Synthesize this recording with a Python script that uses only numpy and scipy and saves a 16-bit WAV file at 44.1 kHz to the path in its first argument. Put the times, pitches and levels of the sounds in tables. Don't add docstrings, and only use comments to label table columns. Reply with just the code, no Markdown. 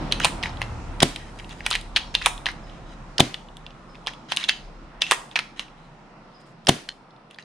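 import sys
import numpy as np
from scipy import signal
from scipy.fft import rfft, irfft, next_fast_len
from scipy.io import wavfile
from scipy.ndimage import uniform_filter1d

SR = 44100
rng = np.random.default_rng(int(sys.argv[2]) if len(sys.argv) > 2 else 0)


def to_wav(sig):
    pcm = np.clip(np.atleast_2d(sig), -1, 1) * 32767
    pcm = np.round(pcm).astype(np.int16)
    wavfile.write(sys.argv[1], SR, pcm.T)


def gain_from_db(level_db):
    decades = np.asarray(level_db, float) / 20
    return 10 ** decades


N = 328096
LEFT_RIGHT = np.array([[1], [-1]])

# slam_s, sear_lead_s, strength_db
SHOTS = [
    (1.0289, 0.026, -1),
    (3.2029, 0.022, 0),
    (6.691, .0214, -0.5),
]
# peak_db, ring_hz, stock_db, steel_db, left_minus_right_db
SEAR = (-12, 3200.5, -11, -13, -2)
# lag_s, peak_db, ring_hz
SEAR_PIN = (0.0012, -11, 5000)
# after_slam_s, peak_db, stock_db, steel_db
RATTLE = [
    (-.0105, -33.5, 14.5, -4.5),
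    (-.0082, -34, 20, -11),
    (-.0055, -8.5, -0.5, -13),
    (-.0037, -7, -7.5, -7.5),
    (-.0022, -12.5, -8, -8),
    (.0006, 3.5, -14, -13.5),
    (.003, -8.5, -10.5, -5),
    (.0052, -23.5, -8, -6),
]
RATTLE_HZ, REBOUND_PITCH = 3400, 0.58
# start_after_slam_s, end_after_slam_s, start_db, end_db, steel_db
PISTON_RUN = [
    (-.018, -.006, -37.5, -32, -9),
    (-.006, 0.00015, -19.5, -19.5, 13.5),
]
# after_slam_s, width_s, signed_height
POP = [(-.0101, .0008, .12), (-.0092, .0008, -.2), (-.0084, .0007, .08), (-.0077, .0007, -.1),
       (-.0055, .001, .2), (-.004, .001, -.2), (.0007, .0007, .55), (.0013, .0007, -.8),
       (.002, .0013, 1.35), (.0041, .0014, -.85), (.0051, .001, -.25)]
HALF_PULSE = 220
# lag_s, level_db
RETURNS = [(.0037, -21.5), (.0095, -11.5), (0.0152, -12.5), (0.0238, -14.5), (.031, -19), (.039, -23.5),
           (.047, -25.5), (.056, -25.5), (.064, -27), (.074, -29)]
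RETURN_CUT_HZ = 340
BLAST_DB, BLAST_T60_S = -26.5, 0.39
BLAST_LOW_FADE_DB_PER_S = 58.5

# start_s, peak_db, ring_hz, steel_db
KNOCKS = [(0.1139, -21, 3070, -26), (0.1998, -18, 2620, -6), (0.203, -13.5, 1300, -27.5),
          (0.2382, -16.5, 2780, -17), (0.428, -18.5, 2930, -19), (0.4338, -14, 2370, -18),
          (0.4578, -14.5, 1880, -24), (0.4612, -26, 2290, -25.5), (0.4929, -29.5, 4230, -18),
          (1.388, -37.5, 3000, -4), (2.515, -36, 3800, -1.5), (4.399, -26, 3010, -13.5),
          (4.411, -26.5, 3400, -21), (6.416, -58.5, 3900, -14), (0.6167, -11.5, 2290, -16.5),
          (1.6638, -8, 2650, -6.5), (1.7116, -10.5, 3423, -9), (1.721, -17, 2960, -16.5),
          (2.458, -9, 3000, -20), (2.466, -9.5, 1940, -21.5), (2.4865, -17, 1890, -21),
          (4.0708, -9, 3120, -22.5), (4.0776, -15.5, 2090, -26), (4.3202, -8.5, 2970, -15.5),
          (5.0162, -18.5, 3920, -20), (5.3569, -7, 2970, -22), (5.5945, -11, 2900, -18)]
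# start_s, peak_db, ring_hz, steel_db
CLICKS = [(0.1226, -1.5, 3600, -16.5), (0.4369, -12.5, 2158, -22), (1.1604, -18.5, 2960, -12),
          (1.705, -20.5, 3277, 2), (1.7281, -11.5, 2897, -17.5), (1.7457, -22.5, 3103, -15),
          (1.7524, -8.5, 2530, -12), (1.7572, -11.5, 2750, -17), (1.9615, -2, 3523, -23.5),
          (1.9651, -7.5, 2870, -21), (1.971, -8.5, 3644, -15.5), (2.146, -18.5, 3320, -16.5),
          (2.1507, 0, 3164, -20), (3.3423, -15.5, 3400, -20), (4.364, -20, 3647, -2),
          (4.3707, -6, 3250, -13), (4.431, -21, 2480, -29), (4.4395, -12.5, 3520, -19),
          (4.4888, -4.5, 3480, -17.5), (4.4921, -7, 3120, -22), (4.4935, -2, 3168, -21),
          (5.3898, -10, 1960, -18.5), (5.019, -2.5, 3230, -16), (5.3615, -6, 2330, -33),
          (5.3645, -12, 2430, -17.5), (6.6491, -46, 3530, -6.5), (6.661, -48.5, 3573, 1),
          (6.8885, -25.5, 3983, -7.5)]
# start_s, peak_db, ring_hz, stock_thud_lag_s
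SLAMS = [
    (0.246, -1, 2800, .006),
    (2.2598, -2.5, 2983, 0.0064),
    (5.111, -1.5, 2890, .008),
]
# start_s, peak_db, ring_hz
BOUNCES = [(0.1996, -23, 5500), (0.236, -17.5, 2700), (1.665, -19.5, 1500), (1.7125, -21.5, 1400),
           (0.1254, -14.5, 2700), (0.2554, -14.5, 3300), (0.462, -26.5, 3000), (0.6268, -23.5, 3000),
           (1.714, -17, 2990), (1.7188, -20, 1800), (1.7314, -15, 3530), (1.739, -14, 2900),
           (1.7475, -22, 3470), (1.7603, -17.5, 2860), (1.963, -5.5, 2780), (1.9683, -8.5, 2900),
           (1.9718, -15.5, 1700), (1.9747, -17, 2890), (1.977, -14, 2990), (1.9872, -27, 3320),
           (1.9952, -25.5, 3360), (2.144, -23.5, 2130), (2.214, -29, 2090), (2.216, -23, 1280),
           (2.22, -18.5, 2430), (2.2246, -21, 3530), (2.2469, -27, 2450), (2.25, -25, 3700),
           (2.2696, -19.5, 1270), (2.2738, -25, 3080), (2.4596, -11.5, 3100), (2.4637, -16.5, 2560),
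           (2.4668, -21, 3900), (3.3443, -26, 2000), (2.2597, -5.5, 1900), (5.1116, -10, 1700),
           (4.3206, -18, 1500), (1.6658, -16.5, 2300), (2.4879, -17, 1900), (4.4428, -19.5, 3190),
           (4.4462, -20.5, 3190), (4.497, -14, 3080), (4.503, -20, 2970), (5.0659, -21.5, 2520),
           (5.1165, -14, 1570), (5.123, -19.5, 3190), (5.3592, -10.5, 2900), (5.3742, -21.5, 1590),
           (5.3772, -27, 2670), (5.391, -19, 4200), (5.392, -22, 1770), (5.3947, -17.5, 1770),
           (5.404, -24, 3230)]
# start_s, peak_db, ring_hz, steel_db
TICKS = [(0.168, -46.5, 2070, -12), (0.537, -38, 3415, -17), (0.571, -31, 3660, -16),
         (0.6107, -27.5, 1880, -16), (1.398, -27, 2550, -19), (1.445, -32.5, 3100, -17),
         (1.493, -33.5, 4300, -3), (1.51, -30, 3260, -18.5), (1.606, -25.5, 1960, -29),
         (1.8123, -29.5, 3510, -3), (2.3778, -29, 3450, -8), (2.697, -38, 2960, -17.5),
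         (3.4864, -37, 3330, -20), (3.5688, -30, 3370, -6.5), (3.6646, -26, 3120, -28.5),
         (3.7059, -37.5, 3090, -23), (3.947, -39.5, 2420, -21.5), (3.9537, -35, 2850, -17),
         (4.064, -26.5, 2950, -9.5), (4.1354, -32, 3480, -9), (5.0722, -32, 3140, -5),
         (5.2919, -45.5, 3000, -4.5), (5.3132, -30, 3500, -16), (5.682, -40.5, 2625, -19),
         (7.1065, -46.5, 4000, -23), (7.163, -49, 4050, -20), (6.415, -53.5, 4200, -18.5),
         (7.31, -34.5, 3180, -6.5), (7.3449, -37.5, 3800, -11), (7.3603, -46.5, 1690, -9),
         (7.386, -29, 1970, -17), (7.425, -37, 4430, -15)]
REBOUND_S, REBOUND_DB, REBOUND_HZ = .0017, -8, 3120
THUD_DB, THUD_HZ, THUD_STOCK_DB, THUD_STEEL_DB = -7.5, 2800, 4, -6
SLAM_STOCK_DB, SLAM_STEEL_DB = -7, -5
KNOCK_STOCK_DB, CLICK_STOCK_DB = -7.5, -16.5
BOUNCE_STOCK_DB, BOUNCE_STEEL_DB = -19, -20
HANDLE_PAN_DB = -1

# pitch_hz, width_hz, level_db
RECEIVER = [(1886, 67, -7), (2800, 38, -4.5), (2960, 16, -5.5), (3320, 140, -3.5), (3800, 41, -6.5),
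            (4100, 36, -9.5), (4800, 49, -9), (6360, 120, -14.5), (9200, 46, -13.5)]
STOCK_HZ, STEEL_HZ = 894, 9200
# pitch_hz, width_hz, level_db
BOLT_MODES = [(8800, 120, 6), (9320, 100, 6), (9900, 100, 4.5)]

KNOCK_CHATTER_DB, CLICK_CHATTER_DB, SLAM_CHATTER_DB = -20.5, -30.5, -22.5
CHATTER_LAG_S, CHATTER_S, CHATTER_FALL_DB, CHATTER_BRIGHT_DB, CHATTER_PITCH = 0.0046, 0.043, 21.5, 5, 0.73
# start_s, end_s, start_db, end_db
STROKES = [(0.11, 0.119, -53, -30.5), (0.213, 0.248, -32, -26), (1.388, 1.405, -45, -46),
           (1.499, 1.532, -44, -46), (1.631, 1.661, -53.5, -32), (1.702, 1.75, -34, -32.5),
           (1.95, 1.965, -44, -29), (2.141, 2.149, -33, -33), (2.213, 2.255, -37, -28),
           (2.667, 2.787, -53, -57.5), (2.866, 2.939, -60, -52), (4.286, 4.325, -43.5, -29.5),
           (4.375, 4.459, -33, -39.5), (4.478, 4.488, -51, -24), (5.008, 5.025, -41.5, -39.5),
           (5.068, 5.109, -37, -33), (5.311, 5.336, -46, -51.5), (5.562, 5.602, -48, -42),
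           (7.303, 7.344, -56, -58), (7.395, 7.44, -43, -65)]
STROKE_STEEL_DB, STROKE_HZ, STROKE_ATTACK_S = -14.5, 2750, 0.011
# start_s, end_s, start_db, end_db, bright_db
RUSTLE = [
    (1.058, 1.298, -51.5, -50, -15),
    (1.304, 1.61, -59, -54, -5),
    (5.775, 5.88, -62.5, -67, -10),
    (6.397, 6.426, -65, -72, 4.5),
    (6.456, 6.526, -63.5, -70.5, 0),
    (7.162, 7.164, -59.5, -58, -13.5),
]
RUSTLE_HZ = 3600
GRIT_PER_S, GRIT_SPREAD_DB = 5000, 3.4

# start_s, level_db, pitch_hz
LATCHES = [
    (0.1253, -37, 2650),
    (1.975, -34.5, 3290),
    (2.151, -39, 2630),
    (4.497, -31, 3050),
    (5.021, -28, 2663),
]
CYLINDER_T60_S, CYLINDER_WIDTH_HZ = 0.24, 82
# start_s, level_db
TRIGGER = [
    (6.8885, -20.5),
    (6.9, -37),
    (6.905, -39),
    (6.9133, -40),
    (6.92, -42),
]
# pitch_hz, level_db, t60_s
TRIGGER_MODES = [(1800, -4.5, 0.013), (3140, 1, 0.0099), (4200, 0, 0.01), (5640, -10, .008),
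                 (6600, -14, 0.0091)]
TRIGGER_BLOWS_S = (0, 0.00122, .0026)

# pitch_hz, t60_s
YARD_T60 = [(100, 0.1), (700, 0.6), (2500, 0.22), (9000, 0.49), (13000, 0.36)]
# start_s, length_s, pitch_hz, peak_db
PEEPS = [
    (0.493, 0.017, 5300, -56),
    (2.06, 0.076, 5400, -60),
    (2.63, 0.07, 5040, -62),
    (2.887, 0.045, 5050, -66),
    (3.88, 0.11, 5070, -66.5),
    (4.631, .06, 5120, -67),
    (6.326, 0.14, 5030, -63.5),
]
PEEP_ONSET_PITCH, PEEP_ATTACK, PEEP_RISE_DB, PEEP_FALL_DB = 1.11, 0.17, 22.5, 13.5
STRAND_DB, STRAND_RISE = -5, 1.07

# start_s, far_engine_db, traffic_moving_off_db
STREET = [(0.0, -37, -32.5), (0.62, -39.5, -39.5), (0.931, -37, -41), (1.24, -43, -48), (1.55, -44.5, -45),
          (1.86, -36, -46.5), (2.3, -42, -47), (2.788, -40, -45), (3.41, -51, -49.5), (4.029, -51.5, -49.5),
          (4.34, -63.5, -49), (4.65, -43, -50), (5.27, -58, -51), (5.89, -54.5, -52), (6.51, -63, -53),
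          (6.82, -60.5, -56.5), (7.44, -73, -55)]
STREET_EDGES_HZ = (62, 124, 350, 5600)
# pitch_hz, level_db_per_hz
FLOOR = [(26, -2.5), (37, 0), (52, -6), (148, -6), (296, -12.5), (420, -20), (840, -17), (1180, -19.5),
         (1670, -25.5), (2370, -30), (4700, -37), (6700, -35), (9500, -37), (13400, -61)]
# pitch_hz, likeness
LIKENESS = [(60, 0.84), (180, 0.99), (550, 0.75), (1650, 0.32), (5000, 0.1), (12000, 0.11)]
# start_s, pitch_hz
ENGINE_HZ = [(0, 38.95), (1.1, 36.75), (3.0, 36.02), (4.7, 33.8), (6.3, 29.55), (7.44, 29.3)]
# multiple, level_db
ORDERS = [(1, -1), (2, -14), (3, -14)]
RUMBLE_DB = -4.5
ROAR_DB, ROAR_FOLLOWS = -47.5, 0.79
THROB_DB, THROB_FADE_DB_PER_S, THROB_GUST = -49.5, 4, 0.43
THROB_FLOOR_DB = -25
REV_S, REV_LENGTH_S, REV_DB = 0.77, 0.25, 8.5
HISS_DB, HISS_FADE_DB_PER_S = -54, 3

# pitch_hz, level_db
MICROPHONE = [(60, -0.9), (500, 0.1), (6000, -1.68), (10000, -8), (11400, -22), (12600, -21.5),
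              (14700, -21.5), (15400, -33.5), (16000, -45)]
# pitch_hz, rms_db
HUM = [(8180, -94), (10200, -96)]


def rms_one(x):
    return x / np.sqrt(np.mean(x ** 2) + 1e-20)


def peak_one(x):
    return x / np.abs(x).max()


def at_hz(points, hz):
    table_hz, value = np.transpose(points)
    return np.interp(np.log(hz), np.log(table_hz), value)


def band(x, low_hz, high_hz, order=2):
    return signal.sosfilt(signal.butter(order, [low_hz, high_hz], "band", fs=SR, output="sos"), x)


def resonate(x, hz, width_hz):
    r = np.exp(-np.pi * width_hz / SR)
    top = np.array([1, 0, -1]) * (1 - r * r) / 2
    return signal.lfilter(top, [1, -2 * r * np.cos(2 * np.pi * hz / SR), r * r], x)


def drift(rate):
    knots = rng.standard_normal(int(N / SR * 40) + 2)
    return np.interp(np.arange(N) / SR * rate, np.arange(len(knots)), knots)


def stereo(mid, side, alike):
    return np.sqrt(1 + alike) * mid + np.sqrt(1 - alike) * side * LEFT_RIGHT


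def add(out, s, sound):
    at = round(s * SR)
    out[..., at:at + sound.shape[-1]] += sound[..., :N - at]


def bump(width_s):
    t = np.arange(-HALF_PULSE, HALF_PULSE) / SR
    return np.cos(np.pi * np.clip(t / width_s, -.5, .5)) ** 2


def clack(ring, contact, stock, broad, steel, db, hz, stock_db, steel_db, pan_db):
    receiver = resonate(resonate(contact, hz, 560.0), hz, 2100.0)
    receiver = receiver + 0.21 * (hz / 3000) ** 2 * broad
    receiver = receiver + ring * resonate(contact, hz * .9, 220.)
    mix = peak_one(receiver) + gain_from_db(stock_db - 2.0) * peak_one(stock) + gain_from_db(steel_db + 8.0) * peak_one(steel)
    return gain_from_db(db + 2.5 + pan_db / 2 * LEFT_RIGHT) * mix


def contacts(rows, alike=0.92, ring=0.98, spread=0.97):
    out, scuff_s = np.zeros((2, N)), 0.00084
    mid, side = rng.standard_normal((len(rows), 2, 1, 1500)).swapaxes(0, 1)
    t = np.arange(mid.shape[-1]) / SR
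    scuff = t / scuff_s * np.exp(1 - t / scuff_s * 2)
    contact = stereo(mid, side, alike) * (scuff + gain_from_db(-16.0) * np.exp(-t / 0.0045))
    wide = contact + .5 * (contact - contact[:, ::-1])
    stock = resonate(resonate(wide, STOCK_HZ, 900.), STOCK_HZ, 1500.) + .25 * band(wide, 830, 1200)
    broad = spread * band(contact, 1500, 4900, order=3)
    steel = resonate(wide, STEEL_HZ, 660.0) + 1.6 * band(wide, 7000, 15000)
    for hz, width_hz, db in BOLT_MODES:
        steel = steel + gain_from_db(db) * resonate(wide, hz, width_hz)
    for (s, *how), *parts in zip(rows, contact, stock, broad, steel):
        add(out, s, clack(ring, *parts, *how))
    return out


def shots():
    rows, air = [], np.zeros(N)
    pin_lag_s, *pin = SEAR_PIN
    for s, lead_s, db in SHOTS:
        rows.append((s - lead_s, *SEAR))
        rows.append((s - lead_s + pin_lag_s, *pin, *SEAR[2:]))
        for after, level_db, stock_db, steel_db in RATTLE:
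            hz = RATTLE_HZ * (REBOUND_PITCH if after > .002 else 1)
            rows.append((s + after, level_db + db, hz, stock_db, steel_db, 0))
        for after, width_s, height in POP:
            add(air, s + after - HALF_PULSE / SR, gain_from_db(db) * height * bump(width_s))
    dull = signal.sosfilt(signal.butter(2, RETURN_CUT_HZ, fs=SR, output="sos"), air)
    for lag_s, db in RETURNS:
        air = air - gain_from_db(db) * np.roll(dull, round((lag_s - .0005) * SR))
    air = signal.sosfilt(signal.butter(1, 40., "high", fs=SR, output="sos"), air)
    return contacts(rows, alike=0.79, ring=0.66) + air


def blast():
    out = np.zeros((2, N))
    t = np.arange(SR // 2) / SR
    for s, *_ in SHOTS:
        mid, side = rng.standard_normal((2, len(t)))
        wide = mid + 0.68 * side * LEFT_RIGHT
        rush = rms_one(band(wide, 540, 5500)) + gain_from_db(-5.5) * rms_one(band(wide, 5500, 15000))
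        rumble = rms_one(band(mid + 0.14 * rush, 98, 470))
        rush = rush + gain_from_db(-1.5 - BLAST_LOW_FADE_DB_PER_S * t) * rumble
        add(out, s + 0.0059, gain_from_db(BLAST_DB - 60 * t / BLAST_T60_S) * rush)
    return out


def bolt_contacts():
    rows = [(s, db, hz, KNOCK_STOCK_DB, steel_db, KNOCK_CHATTER_DB) for s, db, hz, steel_db in KNOCKS]
    rows += [(s, db, hz, CLICK_STOCK_DB, steel_db, CLICK_CHATTER_DB) for s, db, hz, steel_db in CLICKS]
    for s, db, hz, lag_s in SLAMS:
        rows.append((s, db, hz, SLAM_STOCK_DB, SLAM_STEEL_DB, SLAM_CHATTER_DB - 15.5))
        for k in (1, 2):
            rows.append((s + k * REBOUND_S, db + k * REBOUND_DB, REBOUND_HZ, KNOCK_STOCK_DB, SLAM_STEEL_DB,
                         SLAM_CHATTER_DB - 19.0))
        rows.append((s + lag_s, db + THUD_DB, THUD_HZ, THUD_STOCK_DB, THUD_STEEL_DB, SLAM_CHATTER_DB - THUD_DB))
    return [(*row, HANDLE_PAN_DB) for *row, _ in rows], [row[-1] for row in rows]


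def frictions():
    rows = []
    for (s, db, hz, _, steel_db, _), below_db in zip(*bolt_contacts()):
        start, level_db = s + CHATTER_LAG_S, db + below_db
        rows.append((start, start + CHATTER_S, level_db, level_db - CHATTER_FALL_DB,
                     steel_db + CHATTER_BRIGHT_DB, hz * CHATTER_PITCH))
    rows += [(*row, STROKE_STEEL_DB, STROKE_HZ) for row in STROKES]
    rows += [(*row, RUSTLE_HZ) for row in RUSTLE]
    rows += [(s + a, s + b, *levels, 3000.) for s, *_ in SHOTS for a, b, *levels in PISTON_RUN]
    return sorted(rows)


def slides():
    gain, steel, ring_hz = np.zeros(N), np.zeros(N), np.full(N, 2800.)
    fade_s, focus_db_per_octave = 0.013, 8.0
    for start, end, db_start, db_end, steel_db, hz in frictions():
        length = end - start
        t = np.arange(0, length + fade_s, 1 / SR)
        level = np.interp(t, [0, length, length + fade_s], [db_start, db_end, db_end - 54.5])
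        add(gain, start, gain_from_db(level))
        add(steel, start, gain_from_db(level + steel_db + 2.5) * np.minimum(t / STROKE_ATTACK_S, 1))
        ring_hz[round(start * SR):] = hz
    sizes = gain_from_db(GRIT_SPREAD_DB * np.minimum(rng.exponential(1, (2, N)), 4.5))
    sizes = sizes * rng.choice([-1, 1], (2, N))
    mid, side = (rng.random((2, N)) < GRIT_PER_S / SR) * sizes
    grit = (mid + 0.6 * side * LEFT_RIGHT) * gain_from_db(2.0 * drift(39.)) + 1e-18
    body = 0
    for k, (hz, width_hz, db) in enumerate(RECEIVER):
        swell_db = 3 * drift(18.)
        level = db / 2 + swell_db - focus_db_per_octave * np.abs(np.log2(hz / ring_hz))
        body = body + (-1) ** k * gain_from_db(level) * resonate(grit, hz, 160.0 + width_hz)
    body = rms_one(body) + gain_from_db(-3) * rms_one(band(grit, 1000, 5200, order=3))
    hiss = 0.25 * resonate(grit, STEEL_HZ, 1500.) + band(grit, 5400, 15000)
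    return gain * rms_one(body) + steel * rms_one(hiss)


def cylinder():
    out, t = np.zeros(N), np.arange(SR // 4) / SR
    for s, db, hz in LATCHES:
        ring = rms_one(resonate(rng.standard_normal(len(t)), hz, CYLINDER_WIDTH_HZ))
        add(out, s, gain_from_db(db - 60 * t / CYLINDER_T60_S) * ring)
    return out


def trigger():
    out, t = np.zeros(N), np.arange(SR // 10) / SR
    for s, db in TRIGGER:
        for hz, level_db, t60 in TRIGGER_MODES:
            fade = gain_from_db(db + level_db - 60 * t / t60) * np.minimum(t / .0004, 1)
            for lag_s in TRIGGER_BLOWS_S:
                add(out, s + lag_s, fade * np.sin(2 * np.pi * hz * t))
    return out


def yard(x, wet_db):
    t, tail = np.arange(SR // 2) / SR, 0
    for hz in 100 * 2 ** np.arange(0, 7.5):
        mid, side = rng.standard_normal((2, len(t)))
        noise = band(mid + 0.6 * side * LEFT_RIGHT, hz / 2 ** .5, hz * 2 ** .5)
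        tail = tail + noise * gain_from_db(-60 * t / at_hz(YARD_T60, hz))
    tail = tail * np.clip(t / 0.0057, 0, 1) ** 2
    tail = tail / np.sqrt(np.sum(tail[0] ** 2))
    return gain_from_db(wet_db) * signal.fftconvolve(x, tail, axes=1)[:, :N]


def bird():
    out = np.zeros(N)
    for start, length, note_hz, peak_db in PEEPS:
        s = start + length * np.array([0, PEEP_ATTACK, 1])
        t = np.arange(s[0], s[-1], 1 / SR)
        db = np.interp(t, s, peak_db - np.array([PEEP_RISE_DB, 0, PEEP_FALL_DB]))
        hz = np.interp(t, s, note_hz * np.array([PEEP_ONSET_PITCH, 1, 1]))
        rough = uniform_filter1d(rng.standard_normal(len(t)), size=150)
        hz = hz * (1 + .006 * np.sin(2 * np.pi * 45. * t) + .16 * rough)
        strand_hz = hz * np.interp(t, s, [1, 1, STRAND_RISE])
        voice = np.sin(2 * np.pi * np.cumsum(hz) / SR)
        strand = np.sin(2 * np.pi * np.cumsum(strand_hz) / SR)
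        fade = np.clip(np.minimum(t - t[0], t[-1] - t) / .006, 0, 1)
        fade = fade * (1 + 0.53 * np.cos(2 * np.pi * 24.0 * (t - s[1])))
        add(out, s[0], np.sqrt(2) * gain_from_db(db) * fade * (voice + gain_from_db(STRAND_DB) * strand))
    return out


def street_levels():
    t = np.arange(N) / SR
    s, gust, traffic = np.transpose(STREET)
    gust, traffic = np.interp(t, s, gust), np.interp(t, s, traffic)
    rev = REV_DB * np.exp(-((t - REV_S) / REV_LENGTH_S) ** 4)
    throb = THROB_DB - THROB_FADE_DB_PER_S * t + THROB_GUST * (gust - gust.mean()) + rev
    throb = np.maximum(throb, traffic + THROB_FLOOR_DB)
    roar = ROAR_DB + ROAR_FOLLOWS * (traffic + 48)
    return gust + RUMBLE_DB, throb, traffic, roar, HISS_DB - HISS_FADE_DB_PER_S * t


def engine():
    rumble, throb, *_ = street_levels()
    firing_hz = np.interp(np.arange(N) / SR, *np.transpose(ENGINE_HZ))
    phase = 2 * np.pi * np.cumsum(firing_hz) / SR
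    out = np.zeros(N)
    for k, db in ORDERS:
        level = rumble - RUMBLE_DB if k == 1 else throb + 12.0
        level = level + db + 2 * drift(5.8)
        out += np.sqrt(2) * gain_from_db(level) * np.sin(k * phase + 0.51 * drift(3.8))
    return out


def street():
    groups, edges = np.zeros((5, 2, N)), 22 * 2 ** np.arange(0, 9.6, .5)
    white = rng.standard_normal((2, 2, N + SR // 2))
    for k, (low, high) in enumerate(zip(edges, edges[1:])):
        mid, side = band(white[k % 2], low, high, order=3)[:, SR // 2:]
        hz = np.sqrt(low * high)
        alike = np.clip(at_hz(LIKENESS, hz), 0, 1)
        gain = gain_from_db(at_hz(FLOOR, hz) + 1.67 * drift(6.0))
        groups[np.searchsorted(STREET_EDGES_HZ, hz)] += gain * stereo(mid, side, alike)
    return sum(gain_from_db(db) * rms_one(group) for group, db in zip(groups, street_levels()))


def scene():
    ticks = [(s, db, hz, -14, steel_db - 3.5, -1.0) for s, db, hz, steel_db in TICKS]
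    bounces = [(*row, BOUNCE_STOCK_DB, BOUNCE_STEEL_DB, HANDLE_PAN_DB) for row in BOUNCES]
    blows, _ = bolt_contacts()
    bolt = contacts(blows + bounces) + contacts(ticks, spread=.3)
    fired, blade = shots(), trigger()
    air = blast() + slides() + cylinder()
    peeps = gain_from_db(-0.5) * bird()
    echoes = yard(bolt + blade / 3 + air + fired / 4 + 4.6 * peeps, wet_db=-13.0)
    traffic = street() * gain_from_db(-.4 * LEFT_RIGHT) + engine()
    return bolt + blade + fired + air + echoes + traffic + peeps


def low_pass(x):
    return signal.sosfilt(signal.butter(12, 16270, fs=SR, output="sos"), x)


def record(dry):
    size = next_fast_len(N)
    hz = np.maximum(np.fft.rfftfreq(size, 1 / SR), 1)
    x = irfft(rfft(dry, size) * gain_from_db(at_hz(MICROPHONE, hz)), size)[:, :N]
    for tone_hz, db in HUM:
        x = x + np.sqrt(2) * gain_from_db(db) * np.sin(2 * np.pi * tone_hz * np.arange(N) / SR)
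    overloaded = np.clip(x, -.99, .99)
    return low_pass(overloaded)


dry = scene()
out = record(dry)
to_wav(out)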